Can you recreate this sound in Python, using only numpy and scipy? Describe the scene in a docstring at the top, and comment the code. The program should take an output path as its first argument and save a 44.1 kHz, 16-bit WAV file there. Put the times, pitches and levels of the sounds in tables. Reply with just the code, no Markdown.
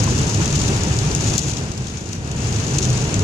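"""Tyre rumble and hiss are heard first, then almost at once a sharp tick of sleet on glass.
Place: the small cabin of a car on a wet, icy highway, with two microphones inside.
Shaped noise makes the rumble and spray; wavering tones make the booms, panel hum and faint drivetrain whine.
Pellets ring the windscreen, mostly on the left, with close reflections; many small ones make the patter.
Rumble, spray and patter sag for about a second; a limiter ducks most around the hardest pellet."""
import sys
import numpy as np
from scipy import signal
from scipy.fft import rfft, irfft
from scipy.io import wavfile
from scipy.ndimage import uniform_filter1d, minimum_filter1d

SR = 44100
rng = np.random.default_rng(int(sys.argv[2]) if len(sys.argv) > 2 else 0)


def bounce(signal):
    """Save signal as a 16-bit WAV file at the path given by the first command-line argument."""
    frames = np.transpose(np.atleast_2d(signal))
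    limited = np.clip(frames, -1, 1)
    pcm = np.round(limited * 32767).astype(np.int16)
    wavfile.write(sys.argv[1], SR, pcm)


N = 142443  # length [samples]


# Rumble common to both microphones: (frequency [Hz], relative density [dB per Hz])
RUMBLE_SPECTRUM = [(15, -32), (30, -11.5), (48, -7), (60, -5), (75, -1), (98, -3), (114, 0), (138, 0.5),
                   (175, -5), (200, -6.5), (225, -8), (255, -12.5), (300, -11.5), (355, -13.5), (440, -15),
                   (560, -20.5), (800, -23), (1100, -37), (2000, -42), (5000, -90)]
# Rumble that differs between the microphones: (frequency [Hz], relative density [dB per Hz])
RUMBLE_SIDE_SPECTRUM = [(20, -27), (70, 4), (150, 10), (300, 9), (460, -0.5), (600, 5.5), (900, -39),
                        (1400, 3.5), (2200, -5), (5000, -110)]
RUMBLE_DB, RUMBLE_SIDE_DB = -20.5, -36.5  # rms before the swells and the sag
ROAR_HZ, ROAR_SWELL_DB, ROAR_SWELL_PER_S = 223, 1.23, 10.7  # above this the rumble swells on its own


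def road():
    """Tyre rumble through the body, nearly the same at both microphones, with an unevenly swelling upper roar."""
    common = level(noise(RUMBLE_SPECTRUM)[0], RUMBLE_DB) + panels_and_whine()
    side = level(noise(RUMBLE_SIDE_SPECTRUM), RUMBLE_SIDE_DB)
    rumble = from_right(common) + side * np.array([[1], [-1]])
    high_pass = signal.butter(2, ROAR_HZ, "high", fs=SR, output="sos")
    roar = signal.sosfiltfilt(high_pass, rumble)
    swell = undb(ROAR_SWELL_DB * walk(ROAR_SWELL_PER_S))
    return rumble + roar * (swell - 1)


# Three body panels, then the drivetrain whine: (pitch [Hz], rms level [dB], pitch wander [share])
PANEL_AND_WHINE_TONES = [(219, -38.5, 0.061), (298.7, -38.5, 0.0595), (416.3, -42, .06),
                         (929, -47.5, 0.00708)]
TONE_FLICKER_DB, TONE_FLICKER_PER_S = 4.5, 24


def panels_and_whine():
    """Body panels hum on and off and the drivetrain whines brokenly: tones of wandering pitch and strength."""
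    out = np.zeros(N)
    for hz, db, wander in PANEL_AND_WHINE_TONES:
        tone = waver(hz, wander)
        flicker = undb(TONE_FLICKER_DB * walk(TONE_FLICKER_PER_S))
        out += level(tone * flicker, db)
    return out


# Bumps that set the body booming: (time of the height [s], pitch [Hz], rms level before the fade [dB])
ROAD_BUMPS = [(.08, 112.6, -30), (.12, 291, -33), (0.219, 130.5, -25), (.38, 112, -22), (.40, 300, -26.5),
              (.53, 140, -21), (.77, 114.7, -23), (.81, 196, -26), (.88, 490, -29), (.96, 108.3, -22),
              (1.08, 134.4, -26), (1.11, 405.5, -32), (1.29, 115.8, -19.5), (1.63, 131.1, -31),
              (1.82, 127.1, -27.5), (2.39, 245, -29), (2.46, 114.9, -20), (2.58, 110.1, -24.5),
              (2.61, 288, -31), (2.76, 137.3, -21), (2.82, 330, -28.5), (2.92, 123.2, -16.5),
              (3.03, 124, -19.5), (3.22, 104.9, -18.5)]
BUMP_CYCLES, BOOM_WANDER = 6.2, .07  # cycles from the height to 1/e either side; pitch wander [share]


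def bumps():
    """Each bump swells a short, wavering boom in the body; higher panels fade sooner."""
    t = np.arange(N) / SR
    booms = np.zeros(N)
    for s, hz, db in ROAD_BUMPS:
        fade = np.exp(-((t - s) * hz / BUMP_CYCLES) ** 2)
        booms += level(waver(hz, BOOM_WANDER), db) * fade
    return from_right(booms)


LEFT_LAG_S = 0.00021  # the road reaches the right microphone first


def from_right(x):
    """A sound that reaches the left microphone slightly late."""
    t = np.arange(N) / SR
    return np.array([np.interp(t - LEFT_LAG_S, t, x), x])


# Hard pellets on the windscreen, before the limiter:
# (time [s], peak of the ring [dB], crack relative to it [dB], reflections relative to it [dB])
HARD_PELLETS = [(.0408, -7, -1, -11), (.1781, -11, -15, 1), (.2962, -9, -18, -0.5), (.3447, -8, -10, -1),
                (.4173, -9, -14, -14), (.4345, -16, -22, -6), (.4570, -5.5, -19, -4), (.4781, -12, -25, -4),
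                (.5548, -9, -20, 2), (.5908, -9.5, -17, -2), (.6138, -10.5, -20, 3), (.6330, -14, -22, -5),
                (.6782, -10, -22, 4.5), (.6840, -18, -22, 9), (.7639, -12.5, -22, 0), (.8353, -7.5, -9, -6),
                (.9874, -10, -22, 4), (1.0497, -15, -20, -1), (1.1500, 1, -10, -11), (1.2424, -9, -22, -3),
                (1.2789, -16, -25, -7), (1.3802, 9, -5, -6.5), (1.3903, -2, -18, 3), (1.5702, -16, -13, -3),
                (1.5874, -22, -10, -7), (1.7168, -15.5, -20, -1), (1.7755, -20, -20, 4),
                (1.8690, -16.5, -14, 0), (2.0579, -23, -18, -1), (2.1299, -13.5, -9, 2.5),
                (2.1522, -21.5, -3, -8), (2.2756, -18, -12, -5), (2.3148, -14, -18, -1),
                (2.3909, -25, -22, -5), (2.4712, -13, -20, -8), (2.6660, -14, -18, 0),
                (2.7746, -17, -12, -9), (2.7846, -0.5, -21, -2.5), (2.8266, -7.5, -16, 1.5),
                (2.8520, -7.5, -20, -2), (2.9024, -8, -10, -5), (2.9290, -16.5, -22, 4),
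                (2.9776, -11.5, -25, -4), (3.1420, -3, -27, -9), (3.1932, -9.5, -23, -3)]


def pellets():
    """Hard single pellets tick sharply, each on its own spot of the glass."""
    out = np.zeros((2, N))
    for s, db, crack_db, echo_db in HARD_PELLETS:
        start = int(s * SR)
        tick = impact(crack_db, echo_db)[:, :N - start]
        out[:, start:start + tick.shape[1]] += undb(db) * tick
    return out


# Ring of the glass under a pellet: (frequency [Hz], left relative level [dB], right relative level [dB])
GLASS_RING = [(300, -71, -32), (1830, -26, -46), (2680, -7.5, -30), (3640, -5.5, -10.5), (4760, -5, -12),
              (5740, -2, -14), (6880, -2, -9.5), (7830, -10, -14.5), (10050, -21, -19.5),
              (10070, -51, -18.5), (12300, -78, -29), (14300, -69, -28), (17700, -50, -103)]
PING_HZ, PING_SCATTER, PING_DECAY_S = 6680, .03, .00014  # scatter is a share of the pitch
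RIGHT_LAG_S = .0001  # at most: the glass is nearer the left microphone
CRACK_HZ, CRACK_LEFT_DB = 7500, -10  # the crack is weaker on the left
ECHO_DELAY_S = 0.0018  # both tails begin after this
ECHO_DECAY_S, ECHO_DB = 0.0029, 3  # dashboard and side glass
CABIN_DECAY_S, CABIN_DB = 0.013, -4.5


def impact(crack_db, echo_db, size=4096):
    """One spot on the windscreen: a bright crack, a ping of a few cycles, close reflections, a brief cabin tail."""
    t = np.arange(size) / SR
    hz = PING_HZ * (1 + PING_SCATTER * rng.standard_normal())  # pitch differs from spot to spot
    lag = np.array([[0], [RIGHT_LAG_S * rng.random()]])
    arrived = np.maximum(t - lag, 0)
    ping = arrived * np.sin(2 * np.pi * hz * arrived) * np.exp(-arrived / PING_DECAY_S)
    ring = response(GLASS_RING)[:, :size // 8]
    ring = ring / np.abs(ring).max()
    direct = signal.fftconvolve(ping, ring, axes=1)

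    high_pass = signal.butter(2, CRACK_HZ, "high", fs=SR, output="sos")
    snap = signal.sosfilt(high_pass, signal.unit_impulse(direct.shape[1]))
    crack = snap * undb([[crack_db + CRACK_LEFT_DB], [crack_db]])

    echo = undb(ECHO_DB) * tail(ECHO_DECAY_S, size)
    cabin = undb(CABIN_DB) * tail(CABIN_DECAY_S, size)
    reflections = signal.fftconvolve(echo + cabin, ring, axes=1)
    return direct / np.abs(direct).max() + crack + undb(echo_db) * reflections


def tail(decay, size):
    """Dense reflections as delayed, fading noise, unrelated at the two microphones and of about unit energy."""
    age = np.arange(size) / SR - ECHO_DELAY_S
    fade = (age > 0) * np.exp(-np.abs(age) / decay)
    return rng.standard_normal((2, size)) * fade * np.sqrt(2 / (decay * SR))


# Strength of the patter, on top of the sag: (time [s], level [dB])
SLEET_STRENGTH = [(0, -1), (.4, -2.5), (.6, 1), (.8, -3), (1.1, -2), (1.3, 1.5), (1.52, 3), (1.65, -5.5),
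                  (1.9, -2.5), (2.1, -.5), (2.2, -10.5), (2.4, -2.5), (2.65, -1.5), (2.88, -0.5),
                  (3.05, -4.5), (3.23, -5)]
PATTER_PER_S, PATTER_SCATTER_DB = 800, 3.3  # the scatter scales an exponential draw
PATTER_DB = -28.5  # rms before the sleet strength and the sag
PATTER_CRACK_DB, PATTER_ECHO_DB = -26, -2.5  # relative to the peak of each ring


def patter(count=12):
    """Many small pellets of scattered size, landing on a dozen spots of the windscreen."""
    out = 0
    for _ in range(count):
        lands = rng.random(N) < PATTER_PER_S / count / SR
        size_db = PATTER_SCATTER_DB * np.minimum(rng.exponential(size=N), 4.5)
        hits = (lands * undb(size_db))[None]
        spot = impact(PATTER_CRACK_DB, PATTER_ECHO_DB)
        out = out + signal.fftconvolve(hits, spot, axes=1)[:, :N]
    return level(out, PATTER_DB) * undb(curve(SLEET_STRENGTH))


# Modes of the wiper arm: (pitch [Hz], level at the start [dB])
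WIPER_MODES = [(900, -43), (1030, -21), (1130, -39)]
KNOCK_S, KNOCK_DECAY_S = .0765, 0.0073


def wiper_knock():
    """One soft, dull knock of the wiper arm: a few close modes that die away together."""
    age = np.maximum(np.arange(N) / SR - KNOCK_S, 0)
    modes = sum(undb(db) * np.sin(2 * np.pi * hz * age) for hz, db in WIPER_MODES)
    return modes * np.exp(-age / KNOCK_DECAY_S)


# Tyre spray and air rush: (frequency [Hz], left relative density [dB per Hz], right [dB per Hz])
SPRAY_SPECTRUM = [(296, -31.5, -30), (796, 0.5, 0), (1680, -2, -5), (2000, -3.5, -8.5), (2720, 1, -2.5),
                  (3200, -5, -8), (4140, -4, -15), (7000, -1, -22), (8660, -14, -11), (9360, -13, -20.5),
                  (10500, -53, -24), (12300, -70, -26), (14500, -48, -38)]
SPRAY_DB = -30  # rms before the sag
SPRAY_FLICKER_DB, SPRAY_FLICKER_PER_S = 1.14, 25.05


def spray():
    """Flickering hiss of water off the tyres and air over the glass, as shaped noise."""
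    flicker = undb(SPRAY_FLICKER_DB * walk(SPRAY_FLICKER_PER_S))
    return level(noise(SPRAY_SPECTRUM) * flicker, SPRAY_DB)


def undb(db):
    """Decibels to gain."""
    return 10 ** (np.asarray(db) / 20)


def level(x, db):
    """Scale to an rms level."""
    return x * undb(db) / np.sqrt(np.mean(x ** 2))


def curve(rows):
    """Join (time [s], value) rows by straight lines."""
    return np.interp(np.arange(N) / SR, *np.array(rows).T)


def walk(rate):
    """Slow random wander with a spread near 1, from a smoothed new value at each step of the rate [per s]."""
    k = int(SR / rate)
    steps = np.repeat(rng.standard_normal(N // k + 1), k)
    return 1.29 * uniform_filter1d(uniform_filter1d(steps, k), k)[:N]


def waver(hz, wander):
    """A tone whose pitch wanders by a share of itself."""
    cycles = np.cumsum(hz * (1 + wander * walk(40))) / SR
    return np.sin(2 * np.pi * (rng.random() + cycles))


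def response(rows, size=8192):
    """Causal (minimum-phase) impulse responses, one for each dB column of a spectrum table."""
    hz, *columns = np.array(rows, float).T
    grid = np.log(np.maximum(np.fft.rfftfreq(size, 1 / SR), 1))
    log_gains = [np.log(undb(np.interp(grid, np.log(hz), db))) for db in columns]
    cepstrum = irfft(log_gains)
    cepstrum[:, 1:size // 2] *= 2  # folding the cepstrum makes the response causal
    cepstrum[:, size // 2 + 1:] = 0
    return irfft(np.exp(rfft(cepstrum)))


def noise(rows):
    """Unrelated noise for each dB column of a spectrum table."""
    ir = response(rows)
    white = rng.standard_normal((len(ir), N + ir.shape[1] - 1))
    return signal.fftconvolve(white, ir, mode="valid", axes=1)


# Overall level of the ride: (time [s], level [dB])
RIDE_SAG = [(0, 1), (1.0, 0.5), (1.33, 2), (1.55, -3), (1.8, -7.5), (2.0, -7.5), (2.22, -8), (2.42, -2),
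            (2.7, -0.5), (2.95, 0), (3.23, 0.5)]
# Swells of the rumble with the road surface: (time [s], level [dB])
ROAD_SURFACE = [(0, 2), (.12, 2), (.25, 1), (.39, .5), (.47, 0.5), (.65, 0), (.92, 0.5), (1.1, 0),
                (1.18, -1.5), (1.25, -1.5), (1.45, -2), (1.65, 0), (1.85, 0), (2.08, -2.5), (2.2, 1),
                (2.42, -1.5), (2.7, -1), (2.77, -2), (2.88, 1), (3.1, 0), (3.23, 0)]
RUMBLE_SAG = 0.79  # share of the sag, in dB, that the rumble takes


def scene():
    """Road, spray and patter rise and sag together under the booms, the hard ticks and the knock."""
    sag_db = curve(RIDE_SAG)
    rumble = road() * undb(RUMBLE_SAG * sag_db + curve(ROAD_SURFACE))
    hiss_and_patter = (spray() + patter()) * undb(sag_db)
    return rumble + bumps() + pellets() + hiss_and_patter + wiper_knock()


LIMIT_DB, LIMIT_SLOPE = 0, .62  # threshold; dB of ducking per dB over it
LOOKAHEAD_S, RELEASE_S = .011, .045
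CEILING, TOP_HZ = .93, 14800  # clipping amplitude; upper edge of the sound


def record(dry):
    """A look-ahead limiter ducks around peaks over its threshold; what still passes the ceiling clips; the top is cut."""
    peak_db = 20 * np.log10(np.abs(dry).max(axis=0) + 1e-9)
    over_db = np.maximum(peak_db - LIMIT_DB, 0)
    fade = np.exp(-np.arange(N) / SR / RELEASE_S)
    held_db = np.maximum.accumulate(over_db / fade) * fade  # each peak is held and released
    lead = int(LOOKAHEAD_S * SR)
    early_db = minimum_filter1d(-LIMIT_SLOPE * held_db, 2 * lead + 1)  # ducks ahead of the peak
    duck_db = uniform_filter1d(early_db, lead // 2)
    clipped = np.clip(dry * undb(duck_db), -CEILING, CEILING)
    low_pass = signal.ellip(10, .2, 90, TOP_HZ, fs=SR, output="sos")
    return signal.sosfilt(low_pass, clipped)


dry = scene()
out = record(dry)
bounce(out)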